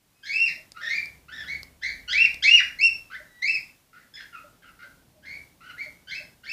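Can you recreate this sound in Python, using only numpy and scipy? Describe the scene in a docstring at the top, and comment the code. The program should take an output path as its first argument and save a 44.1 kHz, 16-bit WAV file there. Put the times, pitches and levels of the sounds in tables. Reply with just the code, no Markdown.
"""Cockatiels in a hard-walled room

Two cockatiels whistle chirps at one microphone, with low raspy chatter in between.
Each call is a gliding tone with overtones from one membrane model, smeared by a decaying-noise room.
Close dry ticks and dull handling bumps are short noise bursts; faint soft hollow knocks ring near 600 Hz.
Rumble and hiss are shaped noise and the hum is a wavering sine; thin whistles are steady tones.
A noise suppressor lowers everything between calls, and the recorder keeps nothing above its band limit.
"""
import sys
import numpy as np
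from scipy import signal
from scipy.fft import rfft, irfft, next_fast_len
from scipy.io import wavfile
from scipy.ndimage import map_coordinates

SR = 44100
rng = np.random.default_rng(int(sys.argv[2]) if len(sys.argv) > 2 else 0)


def to_wav(sig):
    """Store sig (one row per channel, or 1-D mono) as 16-bit WAV at the path in sys.argv[1].

    Samples outside -1..1 are clipped; the rate is SR.
    """
    pcm = np.clip(np.atleast_2d(sig), -1, 1) * 32767
    pcm = np.round(pcm).astype(np.int16)
    wavfile.write(sys.argv[1], SR, pcm.T)  # frames by channels


N = 287532


def amp(db):
    """Decibels to gain."""
    return 10 ** (np.asarray(db) / 20)


def unit(x):
    """Scale a signal to rms 1."""
    return x / np.sqrt(np.mean(x ** 2) + 1e-20)


def along(points, hz):
    """Read (frequency, value) points on a log-frequency axis."""
    f, v = np.transpose(points)
    return np.interp(np.log(hz + 1), np.log(f + 1), v)


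def curves(rows, t):
    """Read each column after the time column at the times t."""
    s, *cols = np.transpose(rows)
    return [np.interp(t, s, c) for c in cols]


def wobble(rate, size):
    """A smooth random curve with rate knots a second."""
    knots = rng.standard_normal(4096)
    return map_coordinates(knots, [np.arange(size) * rate / SR], mode="wrap")


def filtered(x, response):
    """Multiply the spectrum of x by a response given as a function of frequency."""
    m = next_fast_len(len(x) + 4096)
    return irfft(rfft(x, m) * response(np.fft.rfftfreq(m, 1 / SR)), m)[:len(x)]


def noise(spectrum, size):
    """Noise coloured by a (frequency, dB) table, at rms 1."""
    white = rng.standard_normal(size)
    return unit(filtered(white, lambda hz: amp(along(spectrum, hz))))


def add(track, s, x):
    """Mix x into the track from time s on, cutting what runs past the end."""
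    start = max(round(s * SR), 0)
    part = x[:max(len(track) - start, 0)]
    track[start:start + len(part)] += part


def lagged(x, seconds):
    """Follow x with a lag, starting from rest."""
    keep = np.exp(-1 / (seconds * SR))
    return signal.lfilter([1 - keep], [1, -keep], x)


# Decay of the hard-walled room: pitch_hz, t60_s
ROOM_DECAY = [(500, 0.4), (1500, 0.52), (2600, 0.32), (5500, 0.39), (12000, 0.46)]


def in_room(x, direct_db, room_db, early_db=4, early_s=.025):
    """Direct sound, strong returns from the near corner and ceiling, then a diffuse tail."""
    white = rng.standard_normal(SR * 3 // 5)
    hz, t, z = signal.stft(white, SR, nperseg=256)
    decay_db = -60 * t / along(ROOM_DECAY, hz)[:, None]
    early_boost_db = early_db * np.exp(-t / early_s)
    response = signal.istft(z * amp(decay_db + early_boost_db), SR, nperseg=256)[1]
    response[:SR // 700] = 0  # gap before the first return
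    # the room level is set by its energy in the band of the voices
    voice_band = filtered(response, lambda f: (f > 1500) & (f < 3500))
    response *= amp(room_db) * np.sqrt(4000 / SR) / np.linalg.norm(voice_band)
    response[0] = amp(direct_db)
    return signal.fftconvolve(x, response)


# How the open beak radiates overtones: pitch_hz, level_db
BEAK_RADIATION = [(1200, 15), (3000, -8), (5400, 4), (6400, 1), (8200, 0), (9300, -11), (15000, -33.5)]
# Relative colour of the rasp noise: pitch_hz, level_db (per Hz)
RASP_COLOUR = [(800, -29.5), (1300, -23), (2000, 12), (3000, -7.5), (4300, -2), (5500, -8.5), (7000, -24),
               (10000, -39.5)]


def syrinx(pitch, db, second_db, upper_db=0, rasp=0, hoarse=0, jitter=0.009,
           attack=0.0036, release=0.0027, fall_db=14.0):
    """One vibrating membrane: pure when tense and high, raspy and rich when slack and low."""
    t = np.arange(len(pitch)) / SR
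    slack = np.clip((2500 - pitch) / 800, 0, 1)
    collapse = np.clip(-np.gradient(pitch) * SR / 40000, 0, 1)
    # the tone breaks up when the membrane is slack or its tension drops suddenly
    rough = rasp + hoarse * slack + 0.19 * collapse
    warble = .075 * wobble(170, len(t)) + .06 * wobble(560, len(t))
    flutter = jitter * wobble(190, len(t)) + rough * warble
    phase = 2 * np.pi * np.cumsum(pitch * (1 + flutter)) / SR
    tone = np.sin(phase)
    for k in range(2, 6):
        # overtones weaken with number, a little less on a slack membrane
        overtone_db = second_db + (k > 2) * upper_db - (k - 2) * (fall_db - 1.2 * slack)
        tone += amp(overtone_db + along(BEAK_RADIATION, k * pitch)) * np.sin(k * phase)
    # irregular flapping fills the gaps between the overtones
    tone += rough * amp(-7) * noise(RASP_COLOUR, SR // 2)[:len(t)]
    gate = np.clip(t / attack, 0, 1) * np.clip((t[-1] - t) / release, 0, 1)
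    shimmer_db = (0.25 + 4 * rough) * wobble(256.8, len(t))
    return np.sqrt(2) * tone * gate * amp(db + shimmer_db)


# All source levels below are ahead of the room, where used, and of the suppressor.
# Relative colours of the rumble and of its deepest part: pitch_hz, level_db (per Hz)
RUMBLE_COLOUR = [(24, -40.5), (31, -15), (42, 2), (55, -2.5), (72, -6), (96, 0.5), (125, -1), (173, 1),
                 (205, -5.5), (265, -2.5), (400, -11), (620, -11.5), (1100, -18.5), (2400, -61.5)]
DEEP_RUMBLE_COLOUR = [(15, -18.5), (30, -10), (43, -2), (58, -3.5), (110, -15), (300, -48), (1000, -100)]
# Room rumble over time: time_s, rumble_level_db, deep_level_db
RUMBLE_LEVELS = [(0, -61, -78), (.8, -58, -73), (1.4, -55.5, -72.5), (1.95, -52.5, -53), (2.5, -58, -62),
                 (3.0, -56.5, -59.5), (3.8, -60.5, -78), (4.7, -56.5, -80), (5.35, -54, -72),
                 (6.52, -56, -74)]


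def room_rumble():
    """Low shaped noise, its level drifting, over a separate layer of the deepest noise."""
    rumble_db, deep_db = curves(RUMBLE_LEVELS, np.arange(N) / SR)
    rumble = amp(rumble_db + 1.5 * wobble(4.6, N)) * noise(RUMBLE_COLOUR, N)
    return rumble + amp(deep_db) * noise(DEEP_RUMBLE_COLOUR, N)


# Low hum over time: time_s, level_db
HUM_LEVELS = [(0, -84), (.5, -70), (.97, -79), (1.14, -53), (1.95, -53.5), (2.85, -60), (3.2, -80),
              (3.55, -64), (3.85, -90), (5.3, -54), (5.8, -67), (6.52, -60.5)]


def low_hum(hum_hz=70):
    """One low sine that wavers slightly in pitch and level."""
    hum_db, = curves(HUM_LEVELS, np.arange(N) / SR)
    level = amp(hum_db + 1.5 * wobble(8.2, N))
    return level * np.sin(2 * np.pi * np.cumsum(hum_hz + 0.98 * wobble(4.3, N)) / SR)


# Relative colour of the hiss: pitch_hz, level_db (per Hz)
HISS_COLOUR = [(300, 0), (1000, -1), (2000, -1.5), (4000, -3), (8000, -5.5), (15000, -5.5)]


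def even_hiss(level_db=-55.5):
    """Steady broadband noise, sloping down toward the treble."""
    return amp(level_db) * noise(HISS_COLOUR, N)


# Faint soft hollow knocks: start_s, level_db
HOLLOW_KNOCKS = [(.56, -53), (.81, -49.5), (2.12, -53), (3.19, -50.5), (4.43, -51.5), (4.82, -55.5),
                 (5.15, -49), (5.85, -52.5), (6.19, -50)]


def hollow_knocks(hz=610, length=0.033):
    """Faint soft hollow knocks: short sines ringing near 600 Hz, with a smooth rise and fall."""
    out, t = np.zeros(N), np.arange(round(length * SR)) / SR
    for s, db in HOLLOW_KNOCKS:
        pitch = hz * (1.04 - .08 * t / length + .035 * wobble(150, len(t)))
        ring = np.sin(2 * np.pi * np.cumsum(pitch) / SR)
        knock = amp(db) * np.hanning(len(t)) * ring
        add(out, s, in_room(knock, direct_db=-0.5, room_db=4.5))
    return out


# Dry ticks and dull handling bumps: start_s, peak_db
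TICK_EVENTS = [(0.7193, -16), (1.0575, -25), (1.6313, -17), (2.3436, -18.5)]
BUMP_EVENTS = [(1.905, -35.5), (2.545, -39)]
# Their relative colours: pitch_hz, level_db
TICK_SPECTRUM = [(200, -6.5), (1300, -7), (2170, -9), (2900, -12), (4900, 6), (6000, -9), (8000, -9.5),
                 (15000, -19)]
BUMP_SPECTRUM = [(30, -16), (120, -0.5), (600, -5.5), (1300, -23.5), (4000, -58)]


def taps(events, colour, t60):
    """Short dry contacts close to the microphone: noise bursts that die away within t60 seconds."""
    out, t = np.zeros(N), np.arange(SR // 10) / SR
    for s, db in events:
        onset = 1 - np.exp(-t / 0.0006)
        click = noise(colour, len(t)) * amp(-60 * t / t60) * onset
        click = amp(db) * click / np.abs(click).max()
        add(out, s, in_room(click, direct_db=-7, room_db=-20.5))
    return out


# Thin steady whistles between calls: start_s, length_s, pitch_hz, end_level_db,
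# second_harmonic_db (before the beak)
THIN_WHISTLES = [(.12, 0.12, 2540, -60.5, -11), (3.261, 0.17, 1950, -49, -12.5)]


def thin_whistles():
    """Faint tones of steady pitch that swell between the calls."""
    out = np.zeros(N)
    for s, length, hz, db, second_db in THIN_WHISTLES:
        u = np.linspace(0, 1, round(length * SR))
        note = syrinx(np.full(len(u), hz), db - 8 * (1 - u), second_db, jitter=0.0017, attack=0.018)
        add(out, s, in_room(note, direct_db=-5.0, room_db=4))
    return out


# Low raspy notes that never reach the whistle, each gliding along a small curve:
# start_s, length_s, start_hz, middle_hz, end_hz, level_db, swell_db (start to end),
# second_harmonic_db and upper_overtones_db (before the beak), rasp (0-1)
CHATTER_NOTES = [(0.744, 0.096, 1329, 1472, 1850, -39.5, 13, -3, 1.5, 0.49),
                 (1.282, .165, 1328, 1840, 1426, -36, 1, 0.5, -3, 0.4),
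                 (3.929, 0.058, 1394, 1407, 1530, -44, -7, -7, -34.5, 0.56),
                 (3.944, 0.1, 1955, 1860, 1840, -55.5, 1, -31.5, -38, .74),
                 (4.138, 0.024, 1710, 1704, 1672, -37.5, -5, 10.5, 3, .25),
                 (4.162, 0.051, 1765, 1834, 1795, -39, -2, -6, -7, 1),
                 (4.325, 0.073, 1413, 1339, 1277, -39, -9, -1, -23, 0.3),
                 (4.621, .09, 1540, 1385, 1340, -45, -5.5, -2, -26, 0.59),
                 (4.79, 0.0686, 1388, 1461, 1584, -40.5, -2.5, -11.5, -25, 0.51),
                 (5.605, 0.11, 1321, 1455, 1300, -39, 4.5, -1, -5, .6)]


def chatter(flutter_db=3.5, flutter_rate=110):
    """Soft rasping on a slack membrane that flaps in uneven bursts."""
    out = np.zeros(N)
    for (s, length, start_hz, middle_hz, end_hz, db, swell_db,
         second_db, upper_db, rasp) in CHATTER_NOTES:
        u = np.linspace(0, 1, round(length * SR))
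        pitch = np.polyval(np.polyfit([0, .5, 1], [start_hz, middle_hz, end_hz], 2), u)
        flapping_db = flutter_db * (wobble(flutter_rate, len(u)) - .5)
        level_db = db + swell_db * (u - .5) + flapping_db
        note = syrinx(pitch, level_db, second_db, upper_db, rasp)
        add(out, s, in_room(note, direct_db=-2.5, room_db=-1.5))
    return out


# the jump from the hoarse voice to the whistle
BREAK_FROM_HZ, WHISTLE_HZ, BREAK_S = 1730, 2029.6, .005
CLIMB_BEND, DROP_BEND = 1.7, 2.4  # the climb flattens out, the drop speeds up
# a climbing whistle skips into a louder top register: where, by how much, how suddenly, how far it reaches
SKIP_AT_HZ, SKIP_HZ, SKIP_DB, SKIP_EDGE_HZ, SKIP_REACH_HZ = 2442, 105.6, 0.5, 20, 183
OPENING_SWELL_DB, DROP_FADE_DB, DROP_DULL_DB, HOARSE = 2.5, 13.5, 7.5, 0.37
CLEARING_S = .035  # the colour of the opening lingers into the whistle
# Second harmonic against the first, before the beak and each chirp's own offsets: pitch_hz, level_db
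SECOND_HARMONIC = [(1300, 6), (1700, 3.5), (2030, -4.5), (2300, -15.5), (2500, -9.5), (2650, -22.5),
                   (2850, -18)]
# A chirp opens low and hoarse, breaks into a whistle, moves to a crest and ends in a short drop:
# start_s, opening_s, climb_s, drop_s, start_hz, crest_hz, end_hz (pitches before the skip),
# opening_db, break_db, crest_db, opening_overtones_db, whistle_overtones_db (added to the second
# harmonic), direct_db, added_rasp (0-1)
CHIRP_CALLS = [(0.227, .035, .17, 0.059, 1516, 2752, 1680, -35.5, -30, -23, 4, 1.5, -11.5, 0.03),
               (0.823, 0.079, 0.062, 0.0395, 1841, 2370, 2220, -31, -23.5, -25.5, -3.5, -3.5, -8.5, 0.09),
               (1.457, 0.023, 0.032, 0.066, 1600, 2240, 2120, -40.5, -28, -34, -4, 1, -11, .06),
               (1.812, 0.021, .048, 0.018, 1627, 2321, 2060, -29.5, -21, -33, -4.5, 4.5, -13.5, .05),
               (2.077, .056, .112, 0.021, 1351, 2751, 1862, -37.5, -25.5, -18.5, 11, -6.5, 1.5, 0.09),
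               (2.423, .018, 0.099, 0.069, 1498, 2864, 1544, -33.5, -18, -15.5, 14, -3.5, -0.5, 0),
               (2.786, 0.0013, .062, 0.0486, 2063, 2726, 2557, -35.5, -35, -17, 4.5, 2, 3, 0),
               (3.1, .056, 0.0054, 0.004, 1235, 1992, 1910, -39, -31.5, -39, -9.5, -18, 1, .03),
               (3.418, .008, .098, 0.052, 1830, 2620, 2085, -32.5, -24, -25.5, -5, 1.5, 1.5, 0),
               (5.221, 0.032, .082, 0.049, 1464, 2280, 2312, -40.5, -32, -36, -10.5, -2, -15, 0.12),
               (5.759, 0.024, 0.037, .046, 1400, 2274, 1984, -48.5, -39.5, -33.5, -15.5, -3.5, 2, .06),
               (6.071, 0.043, .064, 0.004, 1525, 2570, 2460, -38, -31.5, -36, 3, 4, -2, 0),
               (6.432, .03, .08, .024, 1414, 2746, 2600, -39.5, -37, -26, -2.5, 5, -6, 0.14)]


def chirps():
    """Each chirp has its own pitch and loudness path; lower pitch sounds hoarser.

    The birds turn their heads from call to call, so the direct sound varies.
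    """
    out = np.zeros(N)
    for (s, opening, climb, drop, start_hz, crest_hz, end_hz, opening_db, break_db, crest_db,
         harsh_db, bright_db, direct_db, rasp) in CHIRP_CALLS:
        t = np.arange(round((opening + climb + drop) * SR)) / SR
        stages = [0, max(opening - BREAK_S, opening / 2), opening]
        risen = 1 - (1 - np.clip((t - opening) / climb, 0, 1)) ** CLIMB_BEND
        fallen = np.clip((t - opening - climb) / drop, 0, 1) ** DROP_BEND

        pitch = np.interp(t, stages, [start_hz, max(start_hz, BREAK_FROM_HZ), WHISTLE_HZ])
        pitch += (crest_hz - WHISTLE_HZ) * risen
        past_skip = pitch - SKIP_AT_HZ
        skip = np.tanh(past_skip / SKIP_EDGE_HZ) * np.exp(-(past_skip / SKIP_REACH_HZ) ** 2)
        skip *= crest_hz > SKIP_AT_HZ  # low chirps stay in the middle register
        pitch += SKIP_HZ * skip - (crest_hz - end_hz) * fallen

        db = np.interp(t, stages, [opening_db - OPENING_SWELL_DB, opening_db, break_db])
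        db += (crest_db - break_db) * risen + SKIP_DB * skip - DROP_FADE_DB * fallen

        cleared = np.interp(t, [stages[1], opening, opening + CLEARING_S], [0, .5, 1])
        colour_db = harsh_db + (bright_db - harsh_db) * cleared
        second_db = along(SECOND_HARMONIC, pitch) + colour_db - DROP_DULL_DB * fallen
        note = syrinx(pitch, db, second_db, upper_db=-3, rasp=rasp, hoarse=HOARSE, release=0.0013)
        add(out, s, in_room(note, direct_db, room_db=1.5))
    return out


# noise suppressor: fully open above this level, dB of cut per dB below it, and its speeds
OPEN_DB, CUT_SLOPE, SENSE_S, FOLLOW_S = -27.5, 0.32, 0.0027, 0.071


def suppressed(x, closed_db=-14):
    """The suppressor starts closed, opens with each call and sinks back in the pauses."""
    voice = filtered(x, lambda hz: (hz > 1000) & (hz < 6000))
    level_db = 10 * np.log10(lagged(voice ** 2, SENSE_S) + 1e-12)
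    wanted_db = np.clip(CUT_SLOPE * (level_db - OPEN_DB), closed_db, 0)
    return x * amp(closed_db + lagged(wanted_db - closed_db, FOLLOW_S))


def scene():
    """Everything in the room at one microphone."""
    background = room_rumble() + low_hum() + even_hiss()
    ticks = taps(TICK_EVENTS, TICK_SPECTRUM, t60=0.0069)
    bumps = taps(BUMP_EVENTS, BUMP_SPECTRUM, t60=0.0386)
    birds = thin_whistles() + chatter() + chirps()
    return (background + hollow_knocks() + ticks + bumps + birds)[None]


def record(dry, top_hz=15140):
    """The recorder turns quiet moments down and keeps nothing above its band limit."""
    return np.array([filtered(suppressed(channel), lambda hz: hz < top_hz) for channel in dry])


dry = scene()
out = record(dry)
to_wav(out)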